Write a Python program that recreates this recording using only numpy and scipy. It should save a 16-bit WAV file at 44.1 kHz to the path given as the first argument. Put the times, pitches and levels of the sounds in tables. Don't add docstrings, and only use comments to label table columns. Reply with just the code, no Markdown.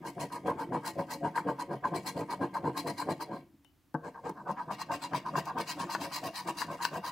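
import sys
import numpy as np
from scipy import signal
from scipy.fft import rfft, irfft, next_fast_len
from scipy.io import wavfile
from scipy.ndimage import uniform_filter1d

SR = 44100
rng = np.random.default_rng(int(sys.argv[2]) if len(sys.argv) > 2 else 0)


def nominal_scale(level):
    x = np.asarray(level, float) / 20
    return 10 ** x


def pcm_store(signal):
    levels = np.round(np.clip(np.atleast_2d(signal), -1, 1) * 32767)
    wavfile.write(sys.argv[1], SR, levels.astype(np.int16).T)


N = 313551

# pitch_hz, level_db (per Hz)
HUSH = [(18, -44), (30, -14), (86, 0), (233, -12), (287, 1), (415, -18), (962, -19), (1390, -22),
        (8740, -32), (14800, -28.5), (16000, -31)]
# pitch_hz, side_minus_mid_db
WIDE = [(60, -7), (110, -27.5), (200, -28), (380, -20), (700, -16), (1290, -12.5), (2380, -5.5), (4400, -8),
        (8120, -5.5), (15000, -6)]
# pitch_hz, left_minus_right_db
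LEAN = [(60, 1.0), (110, 1.0), (200, 0.5), (380, 0.5), (700, 1.5), (1290, .3), (2380, 1.0), (4400, 3.7),
        (8120, 2.5), (15000, 3.0)]

# pitch_hz, width_hz, far_level_db, near_level_db (far and near part of the ticket)
TABLE_MODES = [(92.6, 66, -8.5, -7.5), (130, 10.4, -8.5, -7), (164.3, 43, -3.5, 1), (198, 24, -4.5, 0.5),
               (220, 80, -4, -2), (294, 19.4, -1, -1), (332, 29, -4.5, -3), (418, 65, -4.5, -7),
               (475.8, 21.4, -3.5, -4), (561.4, 30, -3.5, -3.5), (617, 62, -8.5, -3), (676, 33, -5, 0.5),
               (737, 26.5, -6.5, -3.5)]
CARD_MODES = [(790, 46, -33, -18.5), (874.7, 28.8, -3, -7.5), (896.4, 91, 1, -1.5), (970.3, 57.4, 0, 0.5),
              (1030.5, 56, -1.5, 1), (1073.4, 80, -6, -1.5), (1117, 32, -21.5, -9.5), (1210, 79, -14, -9.5),
              (1264, 100, -18, -14), (1460, 51.3, -21.5, -19), (1472, 130, -23, -12.5),
              (1597.4, 58, -12.5, -12)]
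PAPER_MODES = [(1790, 260, -9, -1.5), (1925, 58, -2.5, -3.5), (2119, 29, -8, -10.5), (2230, 52, -5.5, -8.5),
               (2240, 120, -3, -4), (2560, 360, -6, -3.5), (2820, 86, -9, -1), (2914, 52, -10, -6),
               (3227, 83, -9, -8.5), (3520, 360, -10, -5.5)]
COIN_MODES = [(3950, 240, -3, -10), (4140, 105, 8, -5), (4846, 145, -1.5, -10.5), (4530, 160, -6, -9)]
FIZZ_MODES = [(5160, 2300, 4, 10.5), (6500, 1350, -1.5, 4), (7740, 660, -2.5, 1), (8620, 1660, -18, -10)]
HISS_MODES = [(9376, 280, -3, 1.5), (10850, 800, -8, -8), (12020, 730, -8.5, 0.5), (14100, 1500, -5, -5),
              (15700, 1600, -13.5, 1.5)]
# pitch_hz, width_hz, level_db
THUD_MODES = [(146, 25, -3.5), (287, 34, 1.5), (325, 32, -2.5), (470, 20, -6.5), (636, 17, -15),
              (706, 24, -19), (906, 43, -3), (1030, 92, -18), (1106, 29, -18), (1586, 48, -14),
              (2200, 400, -51)]
# pitch_hz, width_hz, level_db
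TICK_MODES = [(800, 250, -0.5), (1600, 200, -7.5), (2110, 270, -7), (2800, 24, 1.5), (2970, 10, 4.5),
              (3080, 70, 1), (3600, 250, -9)]

# time_s, level_db
WRIST_ROCK = [(0.0, -45), (0.2, -56), (0.65, -42), (0.77, -52), (1.39, -50), (1.78, -62), (1.94, -49),
              (2.47, -50.5), (3.01, -45.5), (3.46, -57), (3.8, -89.5), (4.12, -72), (5.07, -51),
              (5.52, -56.5), (5.9, -46.5), (6.3, -62), (6.65, -49.5), (7.11, -64)]
# start_s, level_db
LANDING = (3.943, -24)
# start_s, peak_db
FLAKES = [(0.1979, -50), (2.0727, -37), (2.7884, -39), (3.0184, -45), (3.225, -39), (4.293, -43),
          (4.5121, -46.5), (5.2834, -62), (5.3884, -36), (5.4545, -42), (.8604, -36), (1.1079, -40),
          (2.0627, -41), (2.7761, -37), (2.8729, -41), (4.7137, -46), (5.3617, -43), (5.5822, -43),
          (5.6875, -37), (6.0217, -42), (6.3555, -41), (6.57, -42)]
# start_s, peak_db, brightness_db
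SNAGS = [(0.475, -45, -16), (0.992, -30, -15.5), (1.376, -18.5, -25), (1.486, -31, -19), (1.853, -38, -16),
         (2.641, -36, -21), (3.023, -29, -24), (5.134, -29, -12), (5.386, -27.5, -17), (5.949, -14, -16),
         (6.485, -28.5, -15), (6.617, -17, -14), (6.851, -13, -6.5)]
# start_s, peak_db, wood_db
JOLTS = [(0.179, -33, 0), (0.475, -28, -7), (0.721, -26.5, -6), (0.745, -23, -3), (0.991, -29, -1),
         (1.244, -30, -13), (1.261, -25, 0), (1.361, -23.5, -19), (1.376, -22.5, -25), (1.486, -24, -8),
         (1.6, -27, -12), (1.84, -28, -20), (1.853, -20, -20), (1.935, -29, -5), (2.23, -36, 4),
         (2.334, -26, -14), (2.41, -31, -3), (2.423, -27, -5), (2.566, -27, -13), (2.643, -31, 11),
         (2.675, -27.5, -5), (2.863, -30, -1.5), (2.875, -27, -4), (3.023, -25.5, -15), (3.085, -26.5, -7),
         (3.206, -27, -15), (4.49, -26, -14), (4.505, -25, -10), (4.693, -32, -15), (4.707, -26, -15),
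         (4.815, -29, -26), (4.906, -25, -14), (5.134, -23, -15), (5.145, -21.5, -16), (5.354, -24.5, -17),
         (5.385, -22, -14), (5.566, -27, -17), (5.894, -30, -20), (6.015, -28, -12), (6.484, -24, -23),
         (6.955, -28, -7), (7.04, -31, -17)]

# start_s, length_s, pressure_db, coating_bite_db, bite_lag_ms
PUSH_FAR = [(0.188, 0.058, -41.5, -50, 6.5), (0.467, 0.049, -31.5, -58.5, -2),
            (0.732, 0.041, -32.5, -62, 2), (0.984, 0.033, -35.5, -60.5, 4),
            (1.236, 0.038, -32.3, -62.5, 11), (1.474, 0.038, -31.5, -64, 6), (1.706, 0.048, -36.5, -67, 8),
            (1.93, 0.054, -36, -53, 12), (2.168, 0.059, -39, -58.5, 1), (2.415, 0.042, -33.5, -64.5, 2),
            (2.651, 0.047, -33.6, -66, 2), (2.865, 0.044, -36, -49.5, 3.5), (3.085, 0.039, -34, -53, 8),
            (3.303, 0.067, -44, -69.5, 19)]
PULL_FAR = [(0.036, 0.06, -39.5, -54.5, 12.5), (0.316, 0.06, -38, -55.5, 2), (0.582, 0.048, -33, -57.5, 8),
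            (0.839, 0.057, -36.5, -46.5, 10.5), (1.092, 0.059, -38.5, -48.5, 6),
            (1.353, 0.044, -31, -53, 2.5), (1.587, 0.039, -35, -53.5, 4), (1.839, 0.029, -27.5, -63.5, 13),
            (2.056, 0.044, -35.5, -44.5, 4), (2.297, 0.045, -32.5, -53, 2),
            (2.545, 0.036, -31.5, -59.5, -1), (2.758, 0.043, -35, -46.2, 10), (2.98, 0.053, -36.5, -49, -4),
            (3.199, 0.035, -36, -52.5, 5)]
PUSH_NEAR = [(4.038, 0.046, -40.5, -66.5, 11), (4.252, 0.052, -35.5, -63, 0),
             (4.47, 0.044, -32.9, -64.5, 16), (4.689, 0.041, -36, -55.5, 24),
             (4.9, 0.051, -33.5, -49.5, 16.5), (5.127, 0.04, -31, -47, 20.5),
             (5.347, 0.042, -30.5, -47.1, 15.5), (5.568, 0.041, -31.3, -48, 18),
             (5.785, 0.054, -35.5, -49.8, 7), (6.001, 0.067, -39.5, -48.1, 4),
             (6.236, 0.051, -38, -49, 2.5), (6.466, 0.041, -35.5, -49.5, 8.5),
             (6.69, 0.057, -36, -60.5, 15), (6.931, 0.049, -37.0, -55.1, 6)]
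PULL_NEAR = [(4.149, 0.043, -43.5, -83, 2), (4.368, 0.049, -44.5, -80.5, 8), (4.576, 0.048, -34, -70, 12),
             (4.792, 0.04, -36.5, -50.5, -0.5), (5.021, 0.044, -38.5, -49.5, 1),
             (5.255, 0.04, -34.5, -62, 10), (5.468, 0.048, -33.5, -60.2, -12),
             (5.678, 0.061, -39.5, -44.5, -4.5), (5.885, 0.064, -37, -48, 12.5),
             (6.116, 0.071, -38.5, -44.5, 4), (6.347, 0.07, -40, -47, -2), (6.572, 0.067, -40, -45.0, 2),
             (6.801, 0.061, -35.5, -45.0, 14), (7.039, 0.068, -36.5, -50.5, 1.5)]
WOOD_DB = [
    (.4, -0.5, -0.9, 1.5, -1.5, -0.7, -1, -0.2, 1.9, -0.11, .1, -1.5, .1, 0.5),
    (-.4, -0.5, 0.7, -.8, 3, -4, -.1, -0.5, -1.6, .4, -2, -1.9, -2, -3),
    (0.73, -0.6, -1.2, -1.5, -1.1, 0, 1, 0, -1.4, .6, 1.8, -1.8, -2.6, 2.5),
    (-1.1, 4, -2, -4.6, .1, 1, -0.5, 0.5, -.8, -.1, -2.5, 0.078, -0.5, 2),
]
# push_far_db, pull_far_db, push_near_db, pull_near_db
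TABLE_DB = (-33.4, -45, -38.5, -50.5)
COIN_DB = (-53, -52.5, -56.5, -52)
RASP_DB = (-51.5, -55, -52.5, -54)
# far_db_per_db, near_db_per_db
COIN_PER_BITE = (1, 1.09)
RASP_PER_BITE = (0.85, 0.92)
# push_far_s, pull_far_s, push_near_s, pull_near_s
TABLE_MORE_S = (.03, .034, .026, .06)
TABLE_LAG_S = (-.011, .003, -0.0046, 0.0046)
# far_10db, near_10db
# and far_s, near_s
SWELL_TENS_DB = (-0.14, 0.2)
SWELL_EARLY_S = (-0.00087, 0.0038)
# far_db, near_db
FIZZ_DB = (-1.5, -0.95)
HISS_DB = (-3, -5.5)

MOVE_S = 4.3
TICK_S, TICK_DB = 3.647, -53


def evened(x):
    return x / np.sqrt(np.mean(x ** 2) + 1e-20)


def coloured(x, points, share=1):
    curve_hz, curve_db = np.transpose(points)
    size = next_fast_len(N)
    hz = np.fft.rfftfreq(size, 1 / SR)
    db = np.interp(np.log(hz + 1), np.log(curve_hz + 1), curve_db)
    return irfft(rfft(x, size) * nominal_scale(share * db))[..., :N]


def swings(modes, drift):
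    hz, width = np.transpose(modes)[:2, :, None]
    t = np.arange(min(6144, round(2.5 * SR / width.min()))) / SR
    hz = hz * (1 + drift * rng.standard_normal(hz.shape))
    decay = np.sqrt(width) * np.exp(-np.pi * width * t)
    onset = 1 - np.exp(-t / 0.00017)
    return decay * np.sin(2 * np.pi * hz * t) * onset


def blend(db, tones):
    return nominal_scale(db) * (-1) ** np.arange(len(tones)) @ tones


def body(force, modes, vary_db, wander_s, drift=0.011):
    tunings = [swings(modes, drift) for _ in range(4)]
    step = max(round(wander_s * SR), 1000)
    out = np.zeros((2, N + 6143))
    chance = rng.standard_normal((N // 1000 + 1, len(modes)))
    for k, a in enumerate(range(0, N, step)):
        place_db = np.transpose(modes)[2 + (a > MOVE_S * SR)]
        h = blend(place_db + vary_db * chance[k], tunings[k % 4])
        part = signal.fftconvolve(force[:, a:a + step], h[None] / np.linalg.norm(h), axes=1)
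        out[:, a:a + part.shape[1]] += part
    return out[:, :N]


def knocks(times, dbs, modes, rattle_s, lead=0):
    out, t = np.zeros((2, N + 900)), np.arange(900) / SR
    for s, db in zip(times, dbs):
        rattle = (rng.standard_normal(900) + lead * (t == 0)) * np.exp(-t / rattle_s)
        ring = blend([m[-1] for m in modes], swings(modes, 0.0036))
        h = np.convolve(ring, rattle)[:6144]
        part = out[:, round(s * SR):][:, :len(h)]
        part += nominal_scale(db) * (h / abs(h).max())[:part.shape[1]]
    return out[:, :N]


def hush():
    a, b = rng.standard_normal((2, N))
    return nominal_scale(-69) * evened(coloured(np.array([a + .3 * b, a - .3 * b]), HUSH))


def rumble():
    busy = (abs(np.arange(N) / SR - 3.7) > .25) * 0.65 + 0.28
    band = signal.butter(2, [25, 90], "band", fs=SR, output="sos")
    low = signal.sosfilt(band, rng.standard_normal((2, N)))
    shake = evened(low[0] + .12 * low * [[0], [1]])
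    return nominal_scale(-77.5) * shake * uniform_filter1d(busy, 4000)


def room(x):
    t60_s, first_s = .33, .006
    t = np.arange(SR // 2) / SR
    taps = rng.choice([-1., 1.], (2, len(t))) * (rng.random((2, len(t))) < .05) * (t > first_s)
    taps = taps * nominal_scale(-60 * t / t60_s)
    return signal.oaconvolve(x[None], taps / np.linalg.norm(taps[0]), axes=1)[:, :N]


def fingernail_tick():
    snap = knocks([TICK_S - .001], [TICK_DB - 5], FIZZ_MODES + HISS_MODES, 0.0013)
    return snap + knocks([TICK_S], [TICK_DB], TICK_MODES, .002)


def landing():
    s, db = LANDING
    wood = knocks([s, s + .006, s + .013], [db + 2.0, db + 2.0, db - 2.5], THUD_MODES, 0.0014, 9.4)
    snap = knocks([s - .001], [db - 26], FIZZ_MODES + HISS_MODES, 0.0013)
    return wood + snap + knocks([s], [db - 35], PAPER_MODES + COIN_MODES, .003)


def flakes():
    s, db = np.transpose(FLAKES)
    return knocks(s, db - 2.5, FIZZ_MODES + HISS_MODES, 0.0046)


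def snags():
    s, db, bright_db = np.transpose(SNAGS)
    clack = knocks(s, db - 3.5, [(986, 110, 7), (1570, 280, 4.0), (1980, 440, -3.5)], 0.006, 5.0)
    crack_modes = [(2700, 500, 2), (4480, 380, 3), (6000, 2700, 3.5)]
    crack = knocks(s, db + bright_db - 1.5, crack_modes, .003, 3.5)
    tick = knocks(s, db + 1.6 * bright_db - 1.5, FIZZ_MODES + HISS_MODES, .0005)
    return clack + crack + tick


def jolts():
    s, db, wood_db = np.transpose(JOLTS)
    card_modes = [(892, 75, 0), (1022, 91, 1.3), (1194, 250, -10.5), (1594, 90, -12)]
    wood_modes = [(300, 60, 0.45), (480, 70, -2.4), (690, 130, -1.5)]
    card = knocks(s, db - 1.5, card_modes, 0.0044, 3.9)
    return card + knocks(s, db + wood_db - 6, wood_modes, 0.0035, 3.5)


def strokes(starts, lengths, dbs, stretch, flat, swell_tens_db=0, skirt_db=-60, abrupt=1):
    out = np.zeros(N)
    for s, length, db, swell in zip(starts, lengths, dbs, swell_tens_db + 0 * starts):
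        first = max(round((s - 2 * length) * SR), 0)
        at = np.arange(first, min(round((s + 3 * length) * SR), N))
        along = (at / SR - s - length / 2) / (stretch * length)
        edge = flat * np.where(along < 0, abrupt, 1)
        hump = nominal_scale(10 * swell * np.clip(along, -1, 1)) * np.exp(-abs(along) ** edge)
        skirt = nominal_scale(skirt_db) * np.exp(-((along - .4) / 2.54) ** 2)
        out[at] += nominal_scale(db) * (hump + skirt)
    return out


def slips(per_s, spread_db, judder_db, judder_s, steady_s):
    size = nominal_scale(spread_db * np.minimum(rng.exponential(1, N), 4)) * (rng.random(N) < per_s / SR)
    judder = evened(uniform_filter1d(rng.standard_normal(N), max(round(judder_s * SR), 2)))
    train = size * nominal_scale(judder_db * judder) * rng.standard_normal((2, N))
    power = abs(uniform_filter1d(train ** 2, round(steady_s * SR), axis=1))
    return train / np.sqrt(power + 0.00103)


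def wrist_rock():
    level_db = np.interp(np.arange(N) / SR, *np.transpose(WRIST_ROCK))
    return body(nominal_scale(level_db) * slips(400, 2.1, 1.7, 0.018, 0.15), TABLE_MODES[:7], 4.8, .08)


def crumb_drag():
    lift_s, touch_s, near_more_db = 3.435, 4.7, 3.5
    t = np.arange(N) / SR
    touching = 1. * ((t < lift_s) | (t > touch_s))
    return nominal_scale(-72.5) * uniform_filter1d(touching * nominal_scale(near_more_db * (t > touch_s)), size=4000)


def shaken_wood_and_card(s, length, press_db, harder_db, kind):
    heavy = slips(1500, 2.43, 0.69, 0.0053, 0.027)
    table_length = length + np.take(TABLE_MORE_S, kind)
    table_s = s + length / 2 + np.take(TABLE_LAG_S, kind) - table_length / 2
    table_db = np.take(TABLE_DB, kind) + 0.68 * harder_db + np.ravel(WOOD_DB)
    table_push = strokes(table_s, table_length, table_db - .4, 0.52, 3.8)
    card_push = strokes(s - .004, length, press_db - 1.8, 0.61, 3.35)
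    return body(heavy * table_push, TABLE_MODES, 2.8, .045) + body(heavy * card_push, CARD_MODES, 1.9, .04)


def torn_coating(s, length, bite_db, lag_ms, harder_db, kind):
    place = kind // 2
    deeper_db = bite_db + 54
    middle_s = s + length / 2 + lag_ms / 1000
    length = 0.016 + 0.69 * length + .0016 * np.maximum(-deeper_db, 0)
    s = middle_s - length / 2 - np.take(SWELL_EARLY_S, place)
    swell = np.take(SWELL_TENS_DB, place)
    break_in = 1.9

    rasp_db = np.take(RASP_DB, kind) + np.take(RASP_PER_BITE, place) * deeper_db + 0.3 * harder_db
    coin_db = np.take(COIN_DB, kind) + np.take(COIN_PER_BITE, place) * deeper_db
    coin_db = coin_db + 2.5 * (s - 2.03) * (1 - place)
    fizz_db = bite_db + np.take(FIZZ_DB, place)
    hiss_db = bite_db + np.take(HISS_DB, place)
    hiss_db = hiss_db + 1.8 * (s - 5.7) * place

    fine = slips(7000, 1.2, 1.25, 0.0094, 0.082)
    rasp_drive = crumb_drag() + strokes(s, length, rasp_db - .5, 0.54, 2.3, swell, -22, break_in)
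    coin_drive = strokes(s, length, coin_db, 0.48, 2.55, swell, -23, break_in)
    fizz_drive = strokes(s, length, fizz_db, 0.45, 2.44, swell, -16.0, break_in)
    hiss_drive = strokes(s, length, hiss_db, 0.45, 2.15, swell, -17.5, break_in)
    rasp = body(fine * rasp_drive, PAPER_MODES, 2.3, .035, 0.026)
    coin = body(fine * coin_drive, COIN_MODES, 2.6, .05, 0.0046)
    fizz = body(fine * fizz_drive, FIZZ_MODES, 2.7, .04, 0.047)
    hiss = body(fine * hiss_drive, HISS_MODES, 2.4, .04, 0.015)
    return rasp + coin + fizz + hiss


def scratch():
    tables = PUSH_FAR, PULL_FAR, PUSH_NEAR, PULL_NEAR
    s, length, press_db, bite_db, lag_ms = np.concatenate(tables).T
    kind = np.repeat(np.arange(len(tables)), [len(rows) for rows in tables])
    harder_db = press_db + 36
    shaken = shaken_wood_and_card(s, length, press_db, harder_db, kind)
    return shaken + torn_coating(s, length, bite_db, lag_ms, harder_db, kind) + wrist_rock()


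def scene():
    near = fingernail_tick() + landing() + flakes() + snags() + jolts() + scratch()
    mid, other = signal.sosfilt(signal.butter(4, 112, "high", fs=SR, output="sos"), near)
    dull = signal.lfilter(*signal.butter(1, 5000, fs=SR), mid)
    wet_mid, wet_side = nominal_scale(-13.5) * room(dull)
    side = coloured(other + wet_side, WIDE) * nominal_scale(.1)
    mid = mid + wet_mid
    left = coloured(mid + side, LEAN, share=0.18)
    right = coloured(mid - side, LEAN, share=-0.86)
    return np.array([left, right]) + hush() + rumble()


def band_limit(x):
    return signal.sosfilt(signal.butter(12, 16550, fs=SR, output="sos"), x)


def record(dry):
    edge = signal.firwin(1023, 15830, window=("kaiser", 9), fs=SR)
    mix = signal.oaconvolve(dry, edge[None], "same")
    return band_limit(mix)


dry = scene()
out = record(dry)
pcm_store(out)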